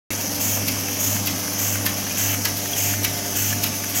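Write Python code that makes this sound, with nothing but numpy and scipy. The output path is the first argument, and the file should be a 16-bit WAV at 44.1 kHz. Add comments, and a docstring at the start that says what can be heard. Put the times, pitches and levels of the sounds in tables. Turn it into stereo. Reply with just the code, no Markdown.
"""An envelope pasting machine runs in a workshop, taking one paper blank per turn of its drum.
We cut in on the tail of a clack. In each turn paper brushes the guides, suction air rushes and the blank
scrapes off the stack while the vacuum pump's hum swells; levers tick, and a rattling steel clack follows.
Motor, frame rumble and leaking air go on throughout. About halfway in, the microphone drifts from the
drum to the control panel, and the drum end slips to the left."""
import sys
import numpy as np
from scipy import signal
from scipy.fft import rfft, irfft
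from scipy.io import wavfile
from scipy.ndimage import uniform_filter1d, map_coordinates

SR = 44100
rng = np.random.default_rng(int(sys.argv[2]) if len(sys.argv) > 2 else 0)


def wrap_up_sound(samples):
    """Save the sound to the file named by the first command line argument, as 16-bit audio."""
    columns = np.atleast_2d(samples).T
    # keep every value between -1 and 1, then stretch to whole-number steps
    tamed = np.clip(columns, -1, 1)
    steps = np.round(tamed * 32767).astype(np.int16)
    wavfile.write(sys.argv[1], SR, steps)


N = 176400
T = np.arange(N) / SR
BIN_HZ = np.arange(N // 2 + 1) * SR / N
LEAVE_DRUM_S, REACH_PANEL_S = 1.86, 2.94
AT_PANEL = np.clip((T - LEAVE_DRUM_S) / (REACH_PANEL_S - LEAVE_DRUM_S), 0, 1)


# The beat of the drum. Each row: clack time in seconds, contact trim in dB, ring trim in dB,
# ring pitch in Hz, then trims in dB for the air rush and the scrape that follow.
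TURNS = [(0.093, 1, -2.5, 2160, -1, -4), (0.685, -1.5, -5.5, 2130, -1, -9),
         (1.2737, -2, -2, 2100, -2.5, -1), (1.865, 3, 0, 1780, -1.5, 1), (2.455, .5, 1.5, 1673, -0.5, 2),
         (3.047, 5, 0.5, 2284, -1.5, 0), (3.639, 2.5, -1, 2010, 0.5, 0.5)]
# The bright bite of the contact. Each row: frequency in Hz, relative level in dB.
CONTACT_COLOUR = [(700, -17), (1400, -6), (2100, 1), (3200, 2), (3800, 2), (4500, 3), (6000, -1.5),
                  (9000, -3), (11800, 4), (14000, 8), (16000, -2.5)]
# The metallic tail. Each row: frequency in Hz, relative level in dB.
RING_COLOUR = [(600, -21), (1100, 2.5), (1700, 3.5), (2300, 7.5), (3400, 2), (4400, 2), (6000, 0),
               (9000, -6), (16000, -10)]

def clacks():
    """A cluster of hard contacts a few milliseconds long, then the metal rings on with one mode on top."""
    contact = ring = mode = 0
    for at, contact_db, ring_db, hz, *_ in TURNS:
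        contact += from_db(-12.5 + contact_db) * strike(at, rise_s=.0049, fall_s=.005)
        ring += from_db(-19.5 + ring_db) * strike(at, rise_s=.003, fall_s=.029)
        mode += from_db(-23.5 + ring_db) * strike(at, rise_s=.003, fall_s=.02) * np.sin(2 * np.pi * hz * T)
    rattle = steel(noise(CONTACT_COLOUR, clicks_per_s=5000), ripple_db=2.5, spacing_hz=160.5)
    metal = steel(noise(RING_COLOUR), ripple_db=4.5, spacing_hz=71.1)
    return contact * rattle + ring * metal + mode


# The hiss of the suction. Each row: frequency in Hz, relative level in dB.
RUSH_COLOUR = [(700, -17), (1500, -5.5), (2600, -6), (3900, -12.5), (5500, -5), (6900, -0.5), (8200, 1.5),
               (9200, -7), (12000, -2), (13200, 3.5), (14600, 2), (16000, 1)]
# Airy whistles that wander as the gap changes. Each row: centre in Hz, level in dB against the hiss.
WHISTLES = [(6400, -12.5), (7000, -13.5), (8100, -22.5), (12100, -14), (14500, -15)]

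def suction():
    """A sagging, faintly whistling rush of air each time a blank is sucked onto the drum."""
    sag_db_per_s = 19
    rush = 0
    for at, *_, db, _ in TURNS:
        age = np.maximum(T - at - .3, 0)
        gate = plateau(age, rise_s=.021, hold_s=.14, release_s=.079)
        rush += from_db(-18 + db - sag_db_per_s * age) * gate
    jet = noise(RUSH_COLOUR, clicks_per_s=12000) + sum(from_db(db) * whistle(hz) for hz, db in WHISTLES)
    return rush * from_db(.79 * drift(70)) * jet


def whistle(hz, width_hz=150):
    """A narrow, wandering band of hiss in each port."""
    phase = 2 * np.pi * np.cumsum(hz * (1 + .02 * drift(3.3))) / SR
    return np.array([drift(width_hz) * np.cos(phase) + drift(width_hz) * np.sin(phase) for _ in range(2)])


# Swishes on the guides. Each row: offset from the clack in seconds, level in dB, half length in seconds.
BRUSHES = [(-.012, -22, 0.0056), (.031, -24, 0.013), (.123, -26.5, 0.021), (.222, -35, .022),
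           (.262, -24.5, .011), (.290, -38, 0.0061)]
# The crisp top of a swish. Each row: frequency in Hz, relative level in dB.
BRUSH_COLOUR = [(1000, -19), (2500, 0.5), (4500, 2.5), (6200, -1), (9000, -4), (12000, 7.5), (16000, 6.5)]
# The midrange rasp of paper on paper. Each row: frequency in Hz, relative level in dB.
SCRAPE_COLOUR = [(700, -30), (1400, -13), (2000, -4.5), (2550, 0.5), (3100, 1.5), (3700, -7), (6000, -24)]

def paper():
    """The blank scrapes off the stack and brushes against the guides."""
    swish = each_turn(BRUSHES, lambda at, half: np.exp(-((T - at) / half) ** 2),
                      vary_db=3.4, jitter_s=.0017)
    brush = swish * noise(BRUSH_COLOUR, clicks_per_s=5000)
    pull = sum(from_db(-34.5 + db) * plateau(T - at - .28, rise_s=.028, hold_s=.17, release_s=.031)
               for at, *_, db in TURNS)
    scrape = pull * from_db(1.3 * drift(40)) * noise(SCRAPE_COLOUR, clicks_per_s=3000)
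    return brush + scrape


# Lever taps, two a turn. Each row: start in seconds, level in dB.
TICKS = [(.570, -26.5), (.883, -27), (1.160, -23), (1.476, -29.5), (1.752, -24.5), (2.065, -29.5),
         (2.341, -25.5), (2.655, -29), (2.933, -25), (3.249, -33), (3.525, -24.5), (3.836, -24)]
# The dry click of a tap. Each row: frequency in Hz, relative level in dB.
TICK_COLOUR = [(400, -9), (1000, -2.5), (1700, 6), (2800, 2), (4000, -20), (8000, -14), (13000, -2),
               (16000, -16)]
# Stray pings. Each row: time in seconds, pitch in Hz, level in dB.
PINGS = [(2.110, 2450, -26), (2.735, 3290, -18)]

def levers():
    """Levers tap and small steel parts ping between the clacks."""
    taps = sum(from_db(db) * plateau(T - at, rise_s=.002, hold_s=.005, release_s=.005) for at, db in TICKS)
    pings = sum(from_db(db) * strike(at, rise_s=.0012, fall_s=.005) * np.sin(2 * np.pi * hz * T)
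                for at, hz, db in PINGS)
    return taps * steel(noise(TICK_COLOUR, clicks_per_s=4000), ripple_db=2.5, spacing_hz=198) + pings


# The pump's overtones. Each row: harmonic number, level in dB at the drum, level in dB at the panel.
PUMP_HARMONICS = [(2, -42, -44.5), (4, -50.5, -46.5), (5, -46.5, -54.5), (6, -50.5, -50.5), (7, -53, -47),
                  (8, -50.5, -56)]

def pump(load):
    """The vacuum pump's hum swells and rises a little in pitch under load."""
    hz = 99.27 + 1.3 * load
    hum = from_db(-37 + 8 * load) * tone(hz, wander_hz=.23, flutter_db=.8)
    return hum + overtones(PUMP_HARMONICS, hz, wander_hz=.53)


# The bed of hiss. Each row: frequency in Hz, relative level in dB.
LEAK_COLOUR = [(800, -2.5), (1100, -1), (1600, 0.5), (2700, 2.5), (3800, -2), (4800, 0), (5800, 3.5),
               (6600, 6.5), (7500, -1.5), (8800, -0.5), (10500, -.5), (12200, 3.5), (14000, -2.5),
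               (16000, -2)]

def leak():
    """Air leaks steadily, coloured by the steel around it."""
    level = from_db(-26 + .5 * drift(35))
    return level * steel(noise(LEAK_COLOUR, clicks_per_s=16000), ripple_db=2, spacing_hz=44.5)


# The low bed beside the drum. Each row: frequency in Hz, relative level in dB.
DRUM_RUMBLE = [(20, -30), (33, -45), (48, -21.5), (80, -5.5), (120, -10.5), (150, -2.5), (185, -4),
               (222, 5), (255, 2), (292, 7.5), (325, -18), (450, -9.5), (620, -3), (800, -7.5),
               (1100, -9.5), (2000, -26)]
# The low bed beside the panel. Each row: frequency in Hz, relative level in dB.
PANEL_RUMBLE = [(20, -30), (33, -29), (48, -5.5), (120, -8), (150, 1.5), (185, -4.5), (222, 7.5),
                (290, -1.5), (325, -12), (450, -3.5), (620, 0), (800, -3), (1100, -12), (2000, -20)]
# Cam knocks. Each row: time after the clack in seconds, level in dB, decay in seconds.
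KNOCKS = [(.028, -32, .03), (.300, -34, 0.011), (.47, -37, .03), (.535, -30, .018)]
# The dull body of a knock. Each row: frequency in Hz, relative level in dB.
KNOCK_COLOUR = [(30, -27), (60, 0), (130, -12.5), (215, 4.5), (290, 6.5), (350, -13), (800, -12),
                (1600, -50)]

def frame(load):
    """The frame rumbles, a touch louder under load, and the cams knock on every turn."""
    rumble = (np.sqrt(1 - AT_PANEL) * from_db(-34) * noise(DRUM_RUMBLE, clicks_per_s=3000)
              + np.sqrt(AT_PANEL) * from_db(-35) * noise(PANEL_RUMBLE, clicks_per_s=3000))
    knocks = each_turn(KNOCKS, lambda at, fall: strike(at, .012, fall), vary_db=2.1, jitter_s=.0044)
    swell_db = load + 1.6 * drift(25.3)
    return rumble * from_db(swell_db) + knocks * noise(KNOCK_COLOUR)


# The motor's drone. Each row: multiple of the shaft speed (played rounded to a whole number),
# level in dB at the drum, level in dB at the panel.
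SHAFT_HARMONICS = [(4.95, -53, -46), (6, -44.5, -49), (9.01, -50, -49), (10.03, -42, -41),
                   (12, -53.5, -52.5), (21.15, -52, -50.5), (24.42, -53, -43), (30.13, -55.5, -46.5)]

def motor(shaft_hz=29.42):
    """The motor drones on harmonics of its turning shaft."""
    return overtones(SHAFT_HARMONICS, shaft_hz, wander_hz=1.2)


# The thin sparkle of the linkage. Each row: frequency in Hz, relative level in dB.
CHATTER_COLOUR = [(2000, -14), (5000, -4), (8000, -4), (12000, -3), (16000, -3)]

def chatter(hits_per_s=45, fall_s=.003):
    """The loose linkage gives tiny bright ticks at random moments."""
    hits = (rng.random(N) < hits_per_s / SR) * rng.uniform(.4, 1.3, N)
    envelope = signal.lfilter([1], [1, -np.exp(-1 / (fall_s * SR))], hits + 1e-18)
    return from_db(-33) * envelope * noise(CHATTER_COLOUR, clicks_per_s=7200)


# How centred the noise sits. Each row: frequency in Hz, share of power common to both microphone ports.
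PORT_LIKENESS = [(30, 0.28), (90, 1), (200, 0.91), (350, 0.93), (700, 0.45), (1400, 0.24), (3000, 0.37),
                 (8000, 0.39), (14000, 0.22)]

def noise(colour, clicks_per_s=SR):
    """Coloured random clicks (hiss when dense): a direct part in both ports plus diffuse room sound."""
    clicks = rng.standard_normal((3, N)) * (rng.random(N) < clicks_per_s / SR)
    bins = rfft(clicks)
    alike = np.clip(per_bin(PORT_LIKENESS), 0, .995)
    ports = np.sqrt(alike) * bins[0] + np.sqrt(1 - alike) * bins[1:]
    return rms_one(irfft(ports * from_db(per_bin(colour)), N))


def steel(x, ripple_db, spacing_hz):
    """The many close resonances of steel parts ripple the spectrum."""
    ripple = np.interp(BIN_HZ / spacing_hz, np.arange(N), np.clip(rng.standard_normal(N), -2, 2))
    return rms_one(irfft(rfft(x) * from_db(ripple_db * ripple), N))


def overtones(rows, base_hz, wander_hz):
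    """Harmonics whose balance shifts on the way from drum to panel."""
    return sum(from_db(drum + (panel - drum) * AT_PANEL) * tone(round(k) * base_hz, wander_hz, flutter_db=2)
               for k, drum, panel in rows)


def tone(hz, wander_hz, flutter_db):
    """A slightly unsteady sine of rms near 1."""
    cycles = np.cumsum(hz + wander_hz * drift(8.5)) / SR + rng.random()
    return np.sqrt(2) * np.sin(2 * np.pi * cycles) * from_db(flutter_db * drift(6.3))


def each_turn(rows, shape, vary_db, jitter_s):
    """Envelope of contacts that come back on every turn, never quite alike."""
    envelope = 0
    for after, db, length in rows:
        for at, *_ in TURNS:
            louder, later = rng.standard_normal(2)
            envelope += from_db(db + vary_db * louder) * shape(at + after + jitter_s * later, length)
    return envelope


def strike(at, rise_s, fall_s):
    """Envelope that grows to a peak and dies away."""
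    return np.exp(np.minimum((T - at) / rise_s, (at - T) / fall_s))


def plateau(t, rise_s, hold_s, release_s):
    """Attack, hold and release between 0 and 1."""
    return np.clip(np.minimum(t / rise_s, 1 - (t - rise_s - hold_s) / release_s), 0, 1)


def drift(rate_hz):
    """A smooth random wobble of rms 1."""
    return rms_one(irfft(rfft(rng.standard_normal(N)) / (1 + (BIN_HZ / rate_hz) ** 2), N))


def delayed(x, ms):
    """Play a sound a varying number of milliseconds late."""
    return map_coordinates(x, [np.arange(N) - ms * SR / 1000], order=5, mode="nearest")


def per_bin(points):
    """A (Hz, value) table read at every frequency."""
    hz, value = np.transpose(points)
    return np.interp(np.log(BIN_HZ + 1e-9), np.log(hz), value)


def from_db(db):
    """Decibels to gain."""
    return 10 ** (np.asarray(db) / 20)


def rms_one(x):
    """Scale to rms 1."""
    return x / np.sqrt(np.mean(x ** 2) + 1e-20)


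# The drum's pull to the left. Each row: time in seconds, lag of the right port in milliseconds.
RIGHT_LAG = [(0, 0.03), (.7, 0.4), (2.2, 0), (3, 0.5), (4, 0.9)]

def scene():
    """The drum end of the machine moves to the left as the microphone travels."""
    turn_s, swell_at_s = .5908, TURNS[0][0] + .305
    load = plateau((T - swell_at_s) % turn_s, rise_s=.0688, hold_s=.1308, release_s=.2688)
    lag_ms = np.interp(T, *np.transpose(RIGHT_LAG))
    pan = from_db(np.outer([1, -1], AT_PANEL - .5))
    drum = pan * (leak() + suction() + paper() + clacks() + levers() + chatter())
    # the reflection off the feed table takes longer as the microphone moves
    echo_ms = np.interp(T, [0, 1.1, 3, 4], [2.14, 2.26, 3.4, 3.5])
    drum = [port + from_db(-14.5) * delayed(port, echo_ms) for port in drum]
    drive = pump(load) + motor() + frame(load)
    drive_lag_ms = .34 * lag_ms   # the drive lies more nearly ahead than the drum
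    return np.array([drum[0] + drive[0], delayed(drum[1], lag_ms) + delayed(drive[1], drive_lag_ms)])


# The tone of the microphone's right port. Each row: frequency in Hz, gain in dB.
RIGHT_PORT_EQ = [(100, -1), (270, -0.34), (1200, 0.7), (3000, 2.5), (3800, -1), (5000, 4.5), (6100, 9),
                 (6700, 5), (7200, 1.5), (7800, -2), (8500, -13), (9500, -0.5), (11500, 3.5), (15000, -1)]

def record(dry):
    """The right port's colour, a limiter that ducks under the clacks, the cut-in and a top cut."""
    threshold_db, duck_share, release_db_per_s = -17.5, .21, 180
    cut_in_s, ceiling, cutoff_hz = .105, .8, 15800
    x = np.array([dry[0], irfft(rfft(dry[1]) * from_db(per_bin(RIGHT_PORT_EQ)), N)])
    power = uniform_filter1d(np.mean(x ** 2, axis=0), size=220)
    over_db = np.maximum(10 * np.log10(power + 1e-12) - threshold_db, 0)
    held_db = np.maximum.accumulate(over_db + release_db_per_s * T) - release_db_per_s * T
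    x = x * from_db(-duck_share * held_db) * (T > cut_in_s)
    x = x / (1 + (x / ceiling) ** 6) ** (1 / 6)   # rounds the peaks
    return signal.sosfilt(signal.ellip(12, .1, 90, cutoff_hz, fs=SR, output="sos"), x)


dry = scene()
out = record(dry)
wrap_up_sound(out)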